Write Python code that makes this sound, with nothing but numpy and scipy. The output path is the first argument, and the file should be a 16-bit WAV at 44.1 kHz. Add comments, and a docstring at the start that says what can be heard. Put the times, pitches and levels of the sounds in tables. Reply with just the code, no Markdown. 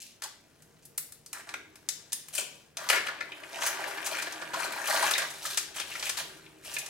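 """Over a faint drone that swells and fades, hands shuffle lightly and snap crisp fried strips over a plate.
Each snap is a run of tiny fractures that rings the fragment; dropped pieces ring their own modes and the plate's.
Then the hands dig into the heap, a swarm of scrapes and light knocks with crumbs clicking off the crust.
Last they lift it: the plate's ring fades from the swarm and a soft rumble swells.
A hard-walled kitchen answers with near echoes and a diffuse tail."""
import sys
import numpy as np
from scipy import signal
from scipy.fft import rfft, irfft, next_fast_len
from scipy.io import wavfile
from scipy.ndimage import uniform_filter1d

SR = 44100
rng = np.random.default_rng(int(sys.argv[2]) if len(sys.argv) > 2 else 0)


def transcribe(signal):
    """Save signal, clipped to [-1, 1], as a 16-bit WAV file at the path in sys.argv[1]."""
    frames = np.atleast_2d(signal).T
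    limited = np.clip(frames, -1, 1)
    pcm = np.round(limited * 32767).astype(np.int16)
    wavfile.write(sys.argv[1], SR, pcm)


N = 304107

# All source levels are those before the room.
# Strips snapping and crunching. Each row: start in seconds, crack level in dB, fragment pitch in Hz,
# knock level in dB, crack decay in seconds.
STRIP_SNAPS = [(.221, -40, 6440, -42.5, 0.0025), (0.2375, -35, 5400, -57, 0.0035),
               (.6215, -55.5, 8000, -71, 0.0033), (0.8517, -48.5, 9000, -87, 0.0058),
               (0.977, -33.5, 9100, -61, 0.0015), (0.9793, -28.5, 9600, -46, 0.0016),
               (1.122, -44.5, 8160, -60, 0.002), (1.262, -46, 6300, -64, 0.001),
               (1.33, -36, 7300, -45, 0.0019), (1.49, -47, 5630, -43.5, 0.0028),
               (1.5398, -44.5, 6300, -36.5, 0.00093), (1.7564, -52, 6900, -57, 0.0021),
               (1.888, -27, 5870, -43.5, 0.0016), (2.1211, -36, 5560, -52.5, 0.0018),
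               (2.13, -27.5, 7340, -46, 0.001), (2.2846, -45.5, 9400, -54.5, 0.0019),
               (2.3505, -31.5, 8700, -49, 0.0038), (2.7703, -35, 5050, -43, 0.0024),
               (2.889, -28.5, 5700, -33, 0.0016), (2.8962, -33, 6840, -34, 0.0042),
               (2.9, -25.5, 7500, -20.5, 0.0029), (3.069, -39.5, 3460, -36.5, 0.003),
               (3.6206, -43, 7500, -31, .004), (3.6631, -28.5, 8560, -32.5, 0.0076),
               (3.8752, -42, 7600, -47, 0.0091), (3.9082, -46, 5000, -52, 0.0028),
               (4.0607, -31, 6950, -37, 0.0093), (4.2206, -35, 6130, -37, 0.0057),
               (4.324, -40, 5770, -55, 0.0021), (4.5413, -42, 7040, -46, 0.0016),
               (4.6441, -41, 7940, -44, 0.0037), (4.723, -41, 7400, -41, .003),
               (4.8562, -40, 6950, -44, 0.0031), (4.873, -32.5, 8600, -47, 0.0067),
               (5.1094, -27.5, 8000, -29, 0.0055), (5.22, -36.5, 4270, -55, 0.0019),
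               (5.1795, -29, 6430, -32.5, 0.0049), (5.301, -41.5, 6800, -61, 0.0077),
               (5.453, -34.5, 7300, -50, 0.0076), (5.5731, -24, 6400, -33, 0.006),
               (5.76, -39, 7000, -43, 0.0068), (5.7977, -34.5, 5500, -36.5, 0.006),
               (5.9957, -38.5, 4640, -51, 0.0028), (6.026, -35.5, 4650, -37, 0.0043),
               (6.0932, -29, 6160, -34.5, 0.0052), (6.1726, -35, 4400, -41, 0.0056),
               (6.647, -47, 8000, -54, 0.0045), (6.7368, -35.5, 7400, -52, 0.011),
               (6.784, -32.5, 6750, -56, 0.0085), (6.861, -40, 5700, -51, 0.0043)]
# Pieces landing on the heap. Each row: start in seconds, level in dB, pitch in Hz, settling time in seconds,
# plate ring against the piece in dB.
PIECE_DROPS = [(.245, -45.5, 1020, 0.013, -9), (1.336, -42.5, 1600, .028, -22),
               (1.54, -35, 1650, 0.0034, -15), (2.903, -32.5, 1740, .012, -1),
               (2.927, -22.5, 1860, .012, -12), (2.961, -25, 1860, .012, -12),
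               (3.083, -31, 1720, .006, -8.5), (3.2058, -32, 1970, .007, -10.5),
               (3.319, -40, 2900, 0.0036, -14), (3.433, -43, 2100, 0.0056, -18),
               (3.975, -36.5, 1980, 0.0085, -6), (4.268, -35.5, 1600, .004, -2),
               (4.416, -34.5, 1620, 0.0087, 0), (4.535, -29.5, 1100, .006, -1),
               (4.775, -38, 1600, .003, -12), (5.026, -23.5, 956, .012, -8.5),
               (5.1368, -26, 4530, 0.000955, -18), (5.149, -27, 2140, .008, -26),
               (5.217, -37.5, 1600, .003, 4), (5.451, -34.5, 1550, 0.0031, -20),
               (5.812, -37.5, 2960, 0.0058, -13), (5.915, -39, 2620, .005, -20),
               (5.952, -35.5, 1840, .004, -11), (6.063, -35, 2550, .006, -23),
               (6.461, -51.5, 2770, .004, -25), (6.765, -32, 2340, 0.0019, -12),
               (6.812, -46, 2680, 0.0028, -18)]
# Hands pushing strips against each other. Each row: start in seconds, length in seconds, knocking in dB,
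# scraping in dB, pitch of the gripped strip in Hz.
HAND_PUSHES = [(0, 0.031, -82, -55, 7000), (0.216, 0.042, -45.5, -46, 3360), (0.82, 0.027, -72, -63, 8000),
               (1.321, 0.088, -47.5, -52.5, 8300), (1.463, 0.052, -46, -55.5, 8440),
               (2.325, 0.052, -49, -38.5, 9000), (2.373, 0.026, -38, -29.5, 8200),
               (2.761, 0.12, -40.5, -47.5, 3260), (2.894, 0.069, -32, -34, 2920),
               (3.043, 0.034, -44, -46.5, 2800), (3.511, 0.092, -39, -47.5, 6100),
               (3.6, 0.088, -34, -33.5, 6300), (3.76, 0.11, -37, -56, 2100), (4.041, 0.032, -43, -37, 6840),
               (4.092, 0.11, -34.5, -40.5, 4030), (4.547, .11, -33, -39, 4070),
               (4.859, 0.12, -27.5, -32, 4230), (4.972, 0.12, -28, -32.5, 4000),
               (5.175, 0.057, -31.5, -40, 4080), (5.405, 0.14, -46, -38, 3700),
               (5.74, 0.065, -42.5, -40, 3280), (5.851, 0.16, -48, -44, 2840),
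               (6.028, 0.049, -42, -35.5, 3220), (6.164, 0.04, -37, -35, 3860),
               (6.621, 0.16, -48, -43.5, 2570)]
# Light shuffling while the fingers rest in the strips. Each row: time in seconds, knocking in dB, scraping in dB.
FINGER_SHUFFLE = [(0, -92, -43.5), (.2, -72, -71.5), (.6, -68.5, -66.5), (1.25, -77, -70),
                  (1.6, -65.5, -68.5), (2.55, -63, -57.5), (2.75, -73, -73), (2.97, -41, -63),
                  (3.27, -49.5, -61), (3.5, -48.5, -52.5), (3.7, -37, -44.5), (4.48, -43.5, -52.5),
                  (4.85, -35, -42), (5.35, -48.5, -46.5), (5.67, -54, -57), (6.2, -49.5, -49),
                  (6.55, -62, -65), (6.85, -51, -51)]
# How strongly the heap rings the plate; it fades as the strips are lifted. Each row: time in seconds, gain in dB.
PLATE_CONTACT = [(5.2, -8), (5.5, -11), (6.4, -23)]
# Resonances of the loaded plate. Each row: pitch in Hz, width in Hz, mean gain in dB.
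PLATE_MODES = [(316, 13, -5), (372, 18, -1.5), (560, 22, -2.5), (711, 86, 8.5), (964, 50, 9),
               (1100, 22, 10), (1165, 18, 4), (1265, 53, -4), (1470, 78, 7.5), (1620, 137, 6.5),
               (1970, 50, 8), (2270, 62, 3)]
# Colour of a fresh fracture. Each row: frequency in Hz, relative level in dB.
CRACK_SPECTRUM = [(300, -58), (1500, -25), (3000, -1.5), (5500, -0.5), (10500, 3), (16000, 1)]
# Colour of strips knocking. Each row: frequency in Hz, relative level in dB.
KNOCK_SPECTRUM = [(60, -59), (220, -20), (480, -5.5), (680, -0.5), (1000, -4), (1650, -2), (2300, 0),
                  (3200, -2.5), (5000, -2.5), (12000, -46)]
# Colour of strips scraping. Each row: frequency in Hz, relative level in dB.
SCRAPE_SPECTRUM = [(300, -77), (1200, -15), (2500, 6.5), (3800, 1.5), (6500, 0), (8700, 0), (9700, 0.5),
                   (11000, -1.5), (13000, -4), (16000, -13)]
# Soft rumble while the heap is lifted. 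Each row: time in seconds, level in dB.
RUMBLE_SWELL = [(4.6, -96), (5.6, -72), (6.2, -68), (6.6, -74)]
# Level of the faint drone. Each row: time in seconds, outer bands in dB, inner bands in dB.
DRONE_LEVELS = [(0, -91, -97), (.85, -64, -73), (1.2, -71, -77), (1.6, -74.5, -60), (1.9, -71.5, -71.5),
                (2.4, -69.5, -85), (3.3, -71.5, -61), (4, -71, -54.5), (5.5, -70, -61.5), (6.5, -67, -60),
                (6.9, -66.5, -66.5)]
# Colour of the room noise. Each row: frequency in Hz, relative level in dB.
ROOM_NOISE_SPECTRUM = [(25, -11), (45, -9), (90, 0), (150, -3), (220, -0.5), (340, -3), (600, -7),
                       (1200, -15.5), (2500, -15.5), (6000, -44), (16000, -28)]
# The kitchen's reverberation. Each row: frequency in Hz, time to fall 60 dB in seconds, relative tail level in dB.
KITCHEN_TAIL = [(146, 0.62, 12.5), (707, 0.62, -6), (1600, 0.41, -0.5), (3200, 0.54, -0.5),
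                (9000, 0.33, -3), (16000, 0.3, -0.5)]
# The microphone pair. Each row: frequency in Hz, lead of the right in radians, left minus right in dB.
MICROPHONE_PORTS = [(60, 0.12, -0.5), (200, 0.65, 0.5), (490, 1, 0.8), (1470, 0.74, 1.9), (3000, 0.86, 1.3),
                    (8000, 0.66, 2.5), (15000, 0.18, 3)]

TOP_HZ = 16000  # upper limit of every resonance and of the final cut
CLEAN_BREAK_S = 0.0023  # a crack this short starts at full force; longer crunches build up
GRIP_DB, GRIP_WIDTH = 0.5, 0.17  # ring of the gripped strip: gain, and width as a share of its pitch
PUSH_RISE, PUSH_RELEASE_S = 0.27, 0.012  # rise as a share of the push; time constant of the strips settling
ROAM_DB, ROAM_RATE = 3, 14  # roaming of each plate mode: spread, changes a second
CRUMB_DB, CRUMB_HZ, CRUMB_WIDTH_HZ = -8, 4600, 5500  # crumbs: level against the scraping, centre, width


def snaps(width=1.1, ring_db=-17):
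    """A crack runs through a strip in tiny steps; the fragment rings high and the whole strip knocks low."""
    out = np.zeros((2, N))
    for s, crack_db, hz, knock_db, decay_s in STRIP_SNAPS:
        steps = burst(decay_s, scatter_db=3.0, count=48, onset=min(CLEAN_BREAK_S / decay_s, 1))
        crack = resonate(colour(steps, CRACK_SPECTRUM), hz, width * hz)
        modes = ring(hz, octaves=1.0, cycles=12.0)
        fragment = signal.fftconvolve(steps, modes)[:len(steps)]
        mix = unit(crack) + undb(ring_db) * unit(fragment)
        snap = resonate(mix, hz, width * hz)  # it radiates best near its pitch
        knock = resonate(colour(steps, KNOCK_SPECTRUM), hz=1600, width_hz=1080)
        add(out, s, place(at_level(snap, crack_db) + at_level(knock, knock_db), spread_db=1.5))
    return out


def drops(tick_db=-10):
    """A loose piece lands, bounces and settles, ringing its own modes and the plate's."""
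    out = np.zeros((2, N))
    for s, db, hz, settle_s, plate_db in PIECE_DROPS:
        bounces = burst(settle_s, scatter_db=-3.5, count=14)
        modes = ring(hz, octaves=0.88, cycles=28, count=9)
        piece = signal.fftconvolve(bounces, modes)[:len(bounces)]
        radiated = resonate_twice(piece, hz, 0.74 * hz)  # a light piece radiates no bass
        body = unit(radiated) + undb(plate_db) * unit(plate(bounces))
        tick = resonate_twice(bounces, hz=3140, width_hz=3700)
        landing = unit(body) + undb(tick_db) * unit(tick)
        add(out, s, place(at_level(landing, db), spread_db=2.0))
    return out


def hands():
    """Light shuffling and firm pushes set the strength of the swarm; in each push the gripped strip rings out."""
    knocks, scrapes = stirring()
    power = undb(follow(FINGER_SHUFFLE)) ** 2  # one row for knocking, one for scraping
    gripped = np.zeros((2, N))
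    t = np.arange(N) / SR
    for s, length_s, knock_db, scrape_db, hz in HAND_PUSHES:
        rise = np.clip((t - s) / (PUSH_RISE * length_s), 0, 1)
        release = np.exp(-np.clip((t - s - length_s) / PUSH_RELEASE_S, 0, 20))
        push = rise * release
        power += (undb([[knock_db], [scrape_db]]) * push) ** 2
        gripped += undb(scrape_db + GRIP_DB) * push * resonate(scrapes, hz, GRIP_WIDTH * hz)
    knocking, scraping = np.sqrt(power)
    rough = scrapes + undb(CRUMB_DB) * crumbs()
    return knocks * knocking + rough * scraping + gripped


def stirring(count=3400, size=260, scatter_db=3.5, body_db=-1, edge_db=-3, rub_s=.0016):
    """Rough strips of many sizes bump and rasp past each other; most contacts are tiny, a few stand out."""
    strips = []
    for shortness in np.sort(rng.standard_normal(size)):
        rub = burst(rub_s * 2 ** rng.uniform(-1, 1), scatter_db=4.0, count=20)[:SR // 25]
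        body = ring(1400 * 2 ** (0.68 * shortness), octaves=0.52, cycles=24.0)
        edge = ring(7500 * 2 ** (.5 * rng.standard_normal()), octaves=0.47, cycles=45)
        strip = []
        for modes, db in ((body, body_db), (edge, edge_db)):
            ringing = signal.fftconvolve(rub, modes)[:len(rub)]
            strip.append(unit(rub) + undb(db) * unit(ringing))
        strips.append(strip)
    # the fingers push a few alike strips at a time, so the colour keeps shifting
    handful = np.repeat(rng.random(count), 20)[:count] + .27 * rng.standard_normal(count)
    contacts = np.zeros((2, 2, N))  # bumps and rasps, each left and right
    for k in range(count):
        force_db = scatter_db * min(rng.exponential(), 3)
        gains = undb(force_db + 2 * rng.standard_normal((2, 1))) * rng.choice([-1, 1])
        contact = gains * strips[int(handful[k] * size) % size]
        s = (k + 2 * rng.random()) / count * N / SR
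        add(contacts, s, place(contact[:, None], spread_db=5.5))
    bumps = np.array([colour(c, KNOCK_SPECTRUM) for c in contacts[0]])
    rasps = np.array([colour(c, SCRAPE_SPECTRUM) for c in contacts[1]])
    knocks = steady(bumps + undb(follow(PLATE_CONTACT)) * plate(bumps))
    return knocks, steady(rasps)


def crumbs(count=1300, scatter_db=4.0):
    """Blisters of crust give way one by one, each a single dry click."""
    clicks = np.zeros((2, N))
    when, force, side, sign = rng.random((count, 4)).T
    sizes = undb(scatter_db * np.minimum(-np.log(1 - force), 3)) * np.sign(sign - .5)
    clicks[:, (when * N).astype(int)] = sizes * np.sqrt([.5 + side, 1.5 - side])
    return steady(resonate_twice(clicks, CRUMB_HZ, CRUMB_WIDTH_HZ), window_s=0.06)


def plate(x):
    """The plate's ring; each mode swells and fades as the point of contact moves."""
    ringing = 0
    for hz, width_hz, db in PLATE_MODES:
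        gain = undb(db + ROAM_DB * wander(x.shape[-1]))
        ringing = ringing + gain * resonate(x, hz, width_hz)
    return ringing


def rumble():
    """A soft, deep swell of narrow-band noise."""
    db, = follow(RUMBLE_SWELL)
    return undb(db) * narrow_band(hz=62, width_hz=70)


def background(floor_db=-65, side_db=-12):
    """Soft coloured room noise, slightly wide, and a low drone of wavering noise bands."""
    mid, side = (colour(rng.standard_normal(N), ROOM_NOISE_SPECTRUM) for _ in range(2))
    noise = mid + undb(side_db) * side * np.array([[1], [-1]])
    outer_db, inner_db = follow(DRONE_LEVELS)
    outer = narrow_band(150.5, 25.0) + undb(-5.5) * narrow_band(468.6, 24)
    inner = (narrow_band(314.0, 43) + narrow_band(383.7, 37)) / np.sqrt(2)
    return undb(floor_db) * noise + undb(outer_db) * outer + undb(inner_db) * inner


def kitchen(dry, tail_db, early_db, table_db, early_s=0.0072, gap_s=0.0025, table_s=.0077,
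            alike_hz=2800, sparse_s=.03):
    """A bounce off the worktop, a patter of near reflections, then a tail that loses its treble first."""
    t = seconds(.8)
    hz = np.fft.rfftfreq(len(t), 1 / SR)
    density = np.clip((t / sparse_s) ** 2, .03, 1)  # echoes come singly at first, then crowd together
    present = rng.random(len(t)) < density
    mid, side = rfft(rng.standard_normal((2, len(t))) * present / np.sqrt(density))
    apart = hz / np.hypot(hz, alike_hz)  # long waves reach both ports alike
    diffuse = (mid + apart * side * np.array([[1], [-1]])) / np.sqrt(1 + apart ** 2)
    near = undb(early_db) * unit(np.exp(-t / early_s))
    response = 0
    for k, (_, t60, db) in enumerate(KITCHEN_TAIL):
        # overlapping bands, each full at its own row and gone at its neighbours
        share, = over_hz([(row[0], j == k) for j, row in enumerate(KITCHEN_TAIL)], hz)
        fade = undb(tail_db + db) * unit(np.exp(-np.log(1000) * t / t60) * (t > gap_s))
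        response = response + irfft(diffuse * share, len(t)) * np.hypot(fade, near)
    response[:, int(table_s * SR)] += undb(table_db)
    return undb(-3.5) * dry + signal.fftconvolve(dry, response, axes=1)[:, :N]


def burst(decay_s, scatter_db, count, onset=0.48):
    """A run of uneven impulses that builds quickly and dies away, evened out in colour."""
    t = seconds(.16)
    pulses = np.zeros(len(t))
    age = np.linspace(0, 4, count) + np.r_[0, rng.uniform(-2, 2, count - 1) / count]  # in decay times
    swell = np.minimum(onset + 2 * age, 1) * np.exp(-age)
    scatter = undb(scatter_db * np.r_[0, rng.standard_normal(count - 1)])
    size = swell * scatter * rng.choice([-1, 1], count)
    np.add.at(pulses, np.clip(age * decay_s * SR, 0, len(t) - 1).astype(int), size)
    spectrum = rfft(pulses)
    flatter = spectrum / np.sqrt(np.abs(spectrum) + 1e-9)  # halves the spectrum's peaks and dips in dB
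    return irfft(flatter, len(t)) * (t < 5 * decay_s)


def ring(hz, octaves, cycles, count=6):
    """A strip's bending modes, scattered round a pitch; each falls 60 dB in so many cycles."""
    t = seconds(.04)
    offset = np.linspace(-1, 1, count) + rng.uniform(-0.5, 1, count) / count
    f = np.minimum(hz * 2 ** (octaves * offset), TOP_HZ)[:, None]
    size = np.hanning(count + 2)[1:-1, None] * rng.choice([-1, 1], (count, 1))
    decay = np.exp(-np.log(1000) * f * t / cycles)
    return unit(np.sum(size * np.sin(2 * np.pi * f * t) * decay, axis=0))


def steady(x, window_s=0.046):
    """The hand's effort, not chance, sets the level of the swarm: divide out its short-term rms."""
    return x / np.sqrt(uniform_filter1d(np.mean(x ** 2, axis=0), int(window_s * SR)) + 1e-9)


def wander(length):
    """A slow random drift through points with a spread of 1."""
    points = rng.standard_normal(256)
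    return np.interp(np.arange(length) / SR * ROAM_RATE, np.arange(len(points)), points)


def narrow_band(hz, width_hz):
    """A narrow, wavering band of noise with rms 1."""
    band = resonate_twice(rng.standard_normal(N), hz, width_hz)
    return band / band.std()


def colour(x, spectrum, size=1024):
    """Causal filter with the shape of the given spectrum and unit energy, built from its cepstrum."""
    db, = over_hz(spectrum, np.fft.rfftfreq(size, 1 / SR))
    cepstrum = irfft(np.log(undb(db)))
    cepstrum[1:size // 2] *= 2  # folding the cepstrum puts the energy first
    cepstrum[size // 2 + 1:] = 0
    return signal.fftconvolve(x, unit(irfft(np.exp(rfft(cepstrum)))))[:len(x)]


def resonate(x, hz, width_hz):
    """Band-pass with gain 1 at the centre."""
    centre = min(hz, TOP_HZ)
    b, a = signal.iirpeak(centre, centre / min(width_hz, TOP_HZ), SR)
    return signal.lfilter(b, a, x)


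def resonate_twice(x, hz, width_hz):
    """The same band-pass two times over, for steeper skirts."""
    return resonate(resonate(x, hz, width_hz), hz, width_hz)


def undb(db):
    """Decibels to gain."""
    return 10 ** (np.asarray(db) / 20)


def unit(x):
    """Scale to unit energy."""
    return x / np.sqrt(np.sum(x ** 2) + 1e-18)


def at_level(x, db):
    """Give a short sound the energy of 10 ms at this level."""
    return undb(db) * unit(x) * np.sqrt(SR / 100)


def seconds(length):
    """The time of each sample."""
    return np.arange(int(length * SR)) / SR


def follow(table):
    """The columns of a curve at every sample."""
    s, *columns = np.transpose(table)
    return [np.interp(np.arange(N) / SR, s, c) for c in columns]


def over_hz(table, hz):
    """The columns of a spectrum at the given frequencies, joined along log frequency."""
    points, *columns = np.transpose(table)
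    return [np.interp(np.log(hz + 1), np.log(points), c) for c in columns]


def place(sound, spread_db):
    """Each sound lies a little to the left or right."""
    return sound * undb(spread_db * rng.standard_normal() * np.array([[.5], [-.5]]))


def add(track, s, sound):
    """Mix a sound into a track at a time."""
    i = int(np.clip(s * SR, 0, N - 1))
    track[..., i:i + sound.shape[-1]] += sound[..., :N - i]


def scene():
    """Single snaps and drops get strong near echoes; the spread-out heap gets weaker ones."""
    single = kitchen(snaps() + drops(), tail_db=-1.5, early_db=-3.0, table_db=-15.5)
    heap = kitchen(hands(), tail_db=-3.5, early_db=-10.5, table_db=-35)
    return single + heap + rumble() + background()


def record(dry):
    """The right port leads in phase, the left one is louder except in the deep bass; the top is cut."""
    size = next_fast_len(N + SR // 10)
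    lead, tilt_db = over_hz(MICROPHONE_PORTS, np.fft.rfftfreq(size, 1 / SR))
    sides = np.array([[.5], [-.5]])  # each port takes half the difference
    ports = undb(sides * tilt_db) * np.exp(-1j * sides * lead)
    heard = irfft(rfft(dry, size) * ports, size)[:, :N]
    return signal.sosfilt(signal.ellip(8, .2, 70, TOP_HZ, fs=SR, output="sos"), heard)


dry = scene()
out = record(dry)
transcribe(out)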